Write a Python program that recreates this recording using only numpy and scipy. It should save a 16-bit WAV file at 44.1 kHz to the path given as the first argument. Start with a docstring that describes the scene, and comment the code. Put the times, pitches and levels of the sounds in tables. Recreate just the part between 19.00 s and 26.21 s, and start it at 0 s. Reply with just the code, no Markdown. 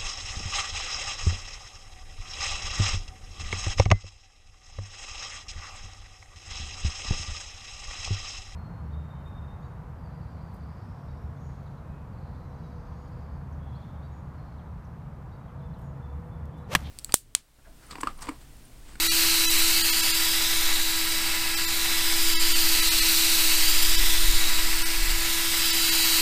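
"""Drill polishing a plastic panel in an open garage

A corded drill runs flat out near one microphone, sweeping a polishing pad to and fro; both channels are alike.
The armature hums, fan, gears and bearings whine as sines locked to its angle; the vents hiss as coloured noise.
Delayed copies of the hiss are its echoes off the panel. The pad rubs as noise and rocks the panel once a turn,
and the panel shudders now and then. Garage reflections and a low rumble lie behind.
At listed moments a noise suppressor shuts out the hiss, leaving bass and a few ringing tones."""
import sys
import numpy as np
from scipy import signal
from scipy.fft import rfft, irfft
from scipy.io import wavfile
from scipy.ndimage import uniform_filter1d

SR = 44100
rng = np.random.default_rng(int(sys.argv[2]) if len(sys.argv) > 2 else 0)


def materialize(psi):
    """Save the field psi as 16-bit PCM at rate SR to the path in sys.argv[1].

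    A 1-D psi becomes a single channel; in a 2-D psi each row is a channel.
    """
    bounded = np.clip(np.atleast_2d(psi).T, -1, 1)
    quanta = np.round(bounded * 32767).astype(np.int16)
    wavfile.write(sys.argv[1], SR, quanta)


N = 317940
TIME = np.arange(N) / SR
BIN_HZ = np.maximum(np.arange(N // 2 + 1) * SR / N, 1)

GEAR_RATIO = 48.8   # armature turns per pad turn
CUTOFF_HZ = 15330   # top of the microphone channel


def from_db(db):
    """Decibels to gain."""
    return 10 ** (np.asarray(db) / 20)


def rms_one(x):
    """Scale to unit rms."""
    return x / np.sqrt(np.mean(x ** 2) + 1e-20)


def in_time(rows):
    """Join the (seconds, value) points of a curve with straight lines, at every sample."""
    s, value = np.transpose(rows)
    return np.interp(TIME, s, value)


def drift(rate_hz):
    """Slow random motion of rms 1: noise that falls off above the rate."""
    spectrum = rfft(rng.standard_normal(N)) / (1 + (BIN_HZ / rate_hz) ** 2)
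    return rms_one(irfft(spectrum, N))


def coloured_noise(colour, resonances=(), strength=1):
    """Noise of varying strength given a smooth colour with resonant humps on top; rms 1."""
    hz, db = np.transpose(colour)
    db = np.interp(np.log(BIN_HZ), np.log(hz), db)
    for centre, width, lift in resonances:
        db = db + lift / (1 + (2 * (BIN_HZ - centre) / width) ** 2)
    noise = rng.standard_normal(N) * strength
    return rms_one(irfft(rfft(noise) * from_db(db), N))


def cycle(turns):
    """One sine period per turn."""
    return np.sin(2 * np.pi * turns)


def delayed(x, lag_s):
    """Read a sound a fixed or moving time late."""
    return np.interp(TIME - lag_s, TIME, x)


def band(x, low_hz, high_hz):
    """Keep what lies between two soft edges."""
    return irfft(rfft(x) / (1 + (BIN_HZ / high_hz) ** 8 + (low_hz / BIN_HZ) ** 6), N)


def swell(s, length):
    """A smooth rise to 1 and fall around a moment; the length is between its 1/e points."""
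    return np.exp(-(2 * (TIME - s) / length) ** 2)


def swells(rows):
    """Gain of a row of swells, each with its own moment, length and peak."""
    return sum(from_db(db) * swell(s, length) for s, length, db in rows)


def tone(turns, level_db, fading_db, rough):
    """A machine tone that fades in and out among reflections and is roughened by play in the parts."""
    in_step, quarter_turn_off = cycle(turns), np.cos(2 * np.pi * turns)
    roughness = drift(24) * in_step + drift(22) * quarter_turn_off
    fading = from_db(level_db + fading_db * drift(0.87))
    return fading * rms_one(in_step + rough * roughness)


# Speed of the motor, sagging when the pad is pressed down.
# Each row: time in seconds, speed in armature turns per second.
MOTOR_SPEED = [(0.0, 330.4), (0.8, 330.6), (1.3, 329.3), (1.53, 331.9), (1.85, 328.2), (2.35, 329.1),
               (2.75, 333.4), (3.4, 331.0), (4.05, 327.8), (4.35, 328.5), (4.75, 326.1), (5.0, 329.8),
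               (5.6, 328.1), (6.1, 333.7), (6.5, 333.0), (7.21, 327.6)]


def armature_turns():
    """The angle is the running sum of the speed, which the pad's drag sways once a pad turn."""
    speed = in_time(MOTOR_SPEED)
    pad_turns = np.cumsum(speed) / SR / GEAR_RATIO
    sway_hz = 0.43 * cycle(pad_turns) + 0.13 * drift(7.0)
    return np.cumsum(speed + sway_hz) / SR


# The drill swings near and away, told by its hiss.
# Each row: time in seconds, hiss level in dB before the vents' overall lift.
DRILL_SWEEP = [(0.0, -27), (0.18, -25), (0.7, -25), (1.93, -29.5), (2.5, -31.5), (3.11, -28), (3.7, -25.5),
               (4.26, -24.5), (4.85, -26), (5.45, -29), (6.06, -31), (6.65, -27), (7.21, -24.5)]


def drill_sweep():
    """Level of the hiss, and how far it stands above its mean: positive when the drill is near."""
    hiss_db = in_time(DRILL_SWEEP)
    return hiss_db, hiss_db - hiss_db.mean()


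# Whine of the fan as the drill turns in the hands. Each row: time in seconds, level in dB.
FAN_LEVEL = [(0.0, -51), (.45, -30.5), (.8, -41), (1.15, -35), (1.45, -40), (1.8, -37), (2.55, -41.5),
             (2.8, -35.5), (3.1, -38.5), (3.5, -39), (4.15, -34.5), (4.7, -38), (5.6, -41), (5.8, -63),
             (6.42, -81), (6.55, -33), (7.21, -34)]
# Whine of the gears. Each row: time in seconds, level in dB.
GEAR_LEVEL = [(0.0, -35), (1.05, -48), (1.35, -41), (1.65, -37), (2.2, -43), (2.7, -41), (3.6, -45.5),
              (4.5, -39), (5.1, -42), (5.35, -34.5), (5.6, -38), (5.85, -68), (6.5, -54), (7.0, -38)]
# A rough bearing tone swells, mostly midway through a stroke.
# Each row: middle in seconds, length in seconds, peak level in dB.
BEARING_SWELLS = [(1.58, 0.63, -38), (3.0, 0.37, -40), (4.1, 0.78, -37), (5.15, 0.49, -38)]
# Plain low tones of the armature, clearer when the drill is away.
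# Each row: cycles per armature turn, level in dB at mid sweep, share of the sweep's swing in dB per dB.
LOW_ARMATURE_TONES = [(3, -49.5, -0.4), (5, -48.5, -0.46)]
# Fainter tones of armature, gears and bearings.
# Each row: cycles per armature turn, level in dB at mid sweep before a small trim.
FAINT_TONES = [(.75, -60), (2, -64), (2.83, -59), (4, -50), (5.93, -51), (6, -52), (6.84, -47.5),
               (7.95, -49), (8, -49), (8.82, -53), (10, -53), (11, -52), (11.3, -49), (12.4, -47.5),
               (13.75, -48), (15, -48), (16.52, -53), (16.75, -52), (17.6, -53), (19, -56), (30.75, -58),
               (36.8, -58)]
FAN_BLADES, GEAR_ORDER, BEARING_ORDER = 12, 11.8, 10.75   # cycles per armature turn
HUM_DB, HUM_FOLLOWS = -41, 0.4     # level at mid sweep, share of the sweep's swing
HUM_LEAN_DB, LEAN_S = 0.95, 0.46   # extra hum on the way in, time to lean over


def motor(turns, nearness_db):
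    """Unbalance hums once a turn; fan, gears and bearings sing above it, mostly louder when near."""
    inward = np.sign(np.gradient(nearness_db))   # 1 coming in, -1 going out
    lean = uniform_filter1d(inward, size=int(LEAN_S * SR))
    hum_db = HUM_DB + HUM_FOLLOWS * nearness_db + HUM_LEAN_DB * lean
    out = tone(turns, hum_db, fading_db=-0.8, rough=0.12)
    out += tone(FAN_BLADES * turns, in_time(FAN_LEVEL), fading_db=1.2, rough=.15)
    out += tone(GEAR_ORDER * turns, in_time(GEAR_LEVEL), fading_db=1.5, rough=.3)
    bearing_turns = BEARING_ORDER * turns + .6 * drift(35)
    out += swells(BEARING_SWELLS) * tone(bearing_turns, 0, fading_db=1.5, rough=0.73)
    for multiple, level_db, follows in LOW_ARMATURE_TONES:
        out += tone(multiple * turns, level_db + follows * nearness_db, fading_db=0.0, rough=.05)
    for multiple, level_db in FAINT_TONES:
        beaming = min(multiple / FAN_BLADES, 1)   # short waves waver, fade and beam more
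        level_db = level_db - .3 + beaming ** 2 * nearness_db
        out += tone(multiple * turns, level_db, fading_db=3.1 * beaming, rough=beaming ** 2)
    return out


# Smooth colour of the vent air. Each row: frequency in Hz, relative level in dB per Hz.
AIR_COLOUR = [(500, -30), (1500, -8.5), (2400, -5.5), (3300, -1), (4400, -0.5), (5400, -4), (6200, -4.3),
              (8200, -2), (9500, -10), (10000, -12), (11800, -8.5), (13300, -4), (14300, -7), (15300, -6),
              (16000, -15)]
# Resonances of the vents and housing. Each row: centre in Hz, width in Hz, lift in dB.
HOUSING_RESONANCES = [(2630, 280, 3), (3900, 270, 1.5), (4900, 900, 6), (7450, 600, 2.5), (9390, 560, 10),
                      (10850, 660, 5.5), (12800, 380, 4), (13630, 420, 5)]
HISS_DB = 2.5   # lift of the whole vent air above the sweep curve


def vent_air(turns, hiss_db, nearness_db):
    """The fan chops the air; the top treble beams and flickers, and the panel throws it back."""
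    chop = 1 + 0.14 * cycle(2 * turns) + 0.13 * cycle(3 * turns)
    flutter = from_db(0.4 * drift(90))
    air = coloured_noise(AIR_COLOUR, HOUSING_RESONANCES, chop * flutter)
    top = irfft(rfft(air) / (1 + (11000 / BIN_HZ) ** 8), N)
    top_gain = from_db(0.22 * nearness_db + 1.3 * drift(55))
    air = air + top * (top_gain - 1)
    return from_db(hiss_db + HISS_DB) * rms_one(air + panel_echoes(air))


# Lag of the panel's echo, longer when the drill is near. Each row: time in seconds, lag in seconds.
PANEL_ECHO_LAG = [(0.0, .00057), (.6, .0006), (2.1, .00032), (2.55, .00032), (2.85, .00042), (3.9, .00059),
                  (4.45, .00059), (5.1, .00043), (5.9, .0003), (6.5, .00045), (7.21, .00058)]
ECHO_DB, LATE_ECHO_S = -14, .00013   # level of the echo pair, time between the two
HIDDEN_LAG_S, OPEN_LAG_S = .00031, .00041   # lags at which the echo is gone over the panel's crown, and whole
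GLANCE_DB, GLANCE_LATE_S = -9.5, .00004     # treble glancing off all along the stroke, just after the echo


def panel_echoes(air):
    """Reflections off the panel sweep peaks and notches through the hiss; they climb as the lag shortens."""
    lag_s = in_time(PANEL_ECHO_LAG)
    middle, treble = band(air, 1400, 7000), band(air, 6300, 10500)
    in_view = np.interp(lag_s, [HIDDEN_LAG_S, OPEN_LAG_S], [0, 1])
    echo_pair = delayed(middle, lag_s + LATE_ECHO_S) - delayed(middle, lag_s)   # the first is upside down
    glance = from_db(GLANCE_DB) * delayed(treble, lag_s + GLANCE_LATE_S)
    return from_db(ECHO_DB) * in_view * echo_pair + glance


# Colour of the rubbing. Each row: frequency in Hz, relative level in dB per Hz.
RUB_COLOUR = [(100, -9), (160, -9), (290, -6.5), (400, -11), (520, -9.5), (680, -7), (900, -1),
              (1120, -4.5), (1350, -6.5), (1700, -1), (2100, 1.5), (2800, 2), (4500, -18), (9000, -14.5)]
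# Resonances of the panel. Each row: centre in Hz, width in Hz, lift in dB (negative for a dent).
PANEL_RESONANCES = [(930, 100, -1.5), (1352, 190, 7.5), (1933, 180, 4.5), (2175, 93, 4)]
RUB_DB, RUB_FOLLOWS = -33.5, 0.24   # level at mid sweep, share of the sweep's swing


def pad(turns, nearness_db):
    """Foam rubs the plastic, gripping unevenly on every pad turn."""
    grip_db = 0.12 * cycle(turns / GEAR_RATIO) + 1.34 * drift(22)
    level_db = RUB_DB + RUB_FOLLOWS * nearness_db + grip_db
    return from_db(level_db) * coloured_noise(RUB_COLOUR, PANEL_RESONANCES)


# Bouts of harder rocking. Each row: middle in seconds, length in seconds, peak in dB added to the steady rocking.
ROCKING_BOUTS = [(.6, 0.23, -26.5), (1.7, 0.27, -25.5), (3.45, 0.75, -22), (4.8, 0.86, -22), (5.4, 1, -21)]
# The panel shudders. Each row: middle in seconds, length in seconds, peak in dB added to the steady tremble.
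PANEL_SHUDDERS = [(3.5, 0.29, -39), (3.87, 0.31, -31), (4.7, 0.3, -40), (5.0, 0.29, -24),
                  (5.32, 0.22, -22.5), (5.62, .3, -30), (6.11, 0.23, -24), (7.2, .3, -57)]
# Colour of the shudder. Each row: frequency in Hz, relative level in dB per Hz.
SHUDDER_COLOUR = [(12, -13), (21, 11.5), (27, 9.5), (37, -11), (55, -9.5), (80, -21), (150, -28.5),
                  (400, -56)]
ROCKING_DB, TREMBLE_DB = -28.5, -48   # the panel always rocks and trembles a little


def panel(turns):
    """The off-centre pad rocks the panel once a pad turn, harder in bouts, and sets it shuddering."""
    rocking_gain = from_db(ROCKING_DB) + swells(ROCKING_BOUTS)
    shudder_gain = from_db(TREMBLE_DB) + swells(PANEL_SHUDDERS)
    rocking = rocking_gain * rms_one(cycle(turns / GEAR_RATIO))
    return rocking + shudder_gain * coloured_noise(SHUDDER_COLOUR)


def garage(x, t60, count=60):
    """Scattered reflections from walls and shelves ripple the spectrum."""
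    lags = rng.uniform(.003, .06, count)
    echoes = np.zeros(SR // 4)
    echoes[(lags * SR).astype(int)] = rng.choice([-1, 1], count) * from_db(-60 * lags / t60)
    return signal.fftconvolve(x, echoes / np.sqrt(np.sum(echoes ** 2)))[:N]


# Low rumble behind the drill. Each row: frequency in Hz, relative level in dB per Hz.
RUMBLE_COLOUR = [(15, -0.5), (45, 0.5), (80, -2.5), (120, -12), (250, -23.5), (1000, -48)]
RUMBLE_DB, RUMBLE_WANDER_DB = -46, 0.9


def rumble():
    """Low background noise whose level wanders slowly."""
    level_db = RUMBLE_DB + RUMBLE_WANDER_DB * drift(1.9)
    return from_db(level_db) * coloured_noise(RUMBLE_COLOUR)


KEPT_WIDTH_HZ, KEPT_APART_HZ, KEPT_BASS_HZ, KEPT_DB = 48, 210, 390, 3.5   # KEPT_DB lifts the ringing tones


def strongest_tones(piece, count=22):
    """Keep only the bass and the narrow peaks that stand out most, favouring the lower ones."""
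    hz = np.arange(len(piece) // 2 + 1) * SR / len(piece)
    power = uniform_filter1d(np.abs(rfft(piece * np.hanning(len(piece)))) ** 2, size=7)
    surroundings = uniform_filter1d(power, size=80)
    standing = power / (surroundings ** .8 * (hz + 1) ** .22)
    standing = standing * (hz > 2 * KEPT_BASS_HZ) * (hz < CUTOFF_HZ)
    peaks = signal.find_peaks(standing, distance=KEPT_APART_HZ / hz[1])[0]
    strongest = peaks[np.argsort(-standing[peaks])[:count]]
    kept = sum(np.exp(-((hz - hz[p]) / KEPT_WIDTH_HZ) ** 2) for p in strongest)
    bass = 1 / (1 + (hz / KEPT_BASS_HZ) ** 20)
    return irfft(rfft(piece) * (from_db(KEPT_DB) * kept + bass))


# Instants when the hiss thins out.
# Each row: middle in seconds, length in seconds between the points where it is 86 percent shut.
HISS_DIPS = [(.095, .031), (.478, .031), (.831, .012), (.916, .011), (1.022, .01), (1.129, .013),
             (2.559, .011), (2.665, .014), (3.369, .05), (3.54, .011), (3.816, .01), (3.902, .012),
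             (4.01, .012), (4.97, .011), (5.842, .017), (6.719, .01), (6.91, .01)]
DIP_DB, DIP_RAMP_S = -33, .011   # what is left of the full sound, time of a whole ramp


def suppressor(x, size=4096):
    """In each dip a noise suppressor shuts out the hiss and leaves bass and a few ringing tones."""
    out = x.copy()
    for s, length in HISS_DIPS:
        start = int(s * SR) - size // 2
        span = slice(start, start + size)
        ramp = 0.86 + (length / 2 - abs(TIME[span] - s)) / DIP_RAMP_S
        shut = np.clip(ramp, 0, 1 - from_db(DIP_DB))
        out[span] += shut * (strongest_tones(x[span]) - x[span])
    return out


def scene():
    """The armature's angle and the sweep drive the drill, pad and panel; both channels hear the same."""
    turns = armature_turns()
    hiss_db, nearness_db = drill_sweep()
    noise = vent_air(turns, hiss_db, nearness_db) + pad(turns, nearness_db)
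    noise = noise + from_db(-11.5) * garage(noise, t60=0.13)
    mono = motor(turns, nearness_db) + noise + panel(turns) + rumble()
    return np.array([mono, mono])


def record(dry):
    """The suppressor cuts in at its listed moments, then the top is cut steeply."""
    steep_cut = signal.ellip(12, .1, 80, CUTOFF_HZ, fs=SR, output="sos")
    return signal.sosfilt(steep_cut, [suppressor(x) for x in dry])


dry = scene()
out = record(dry)
materialize(out)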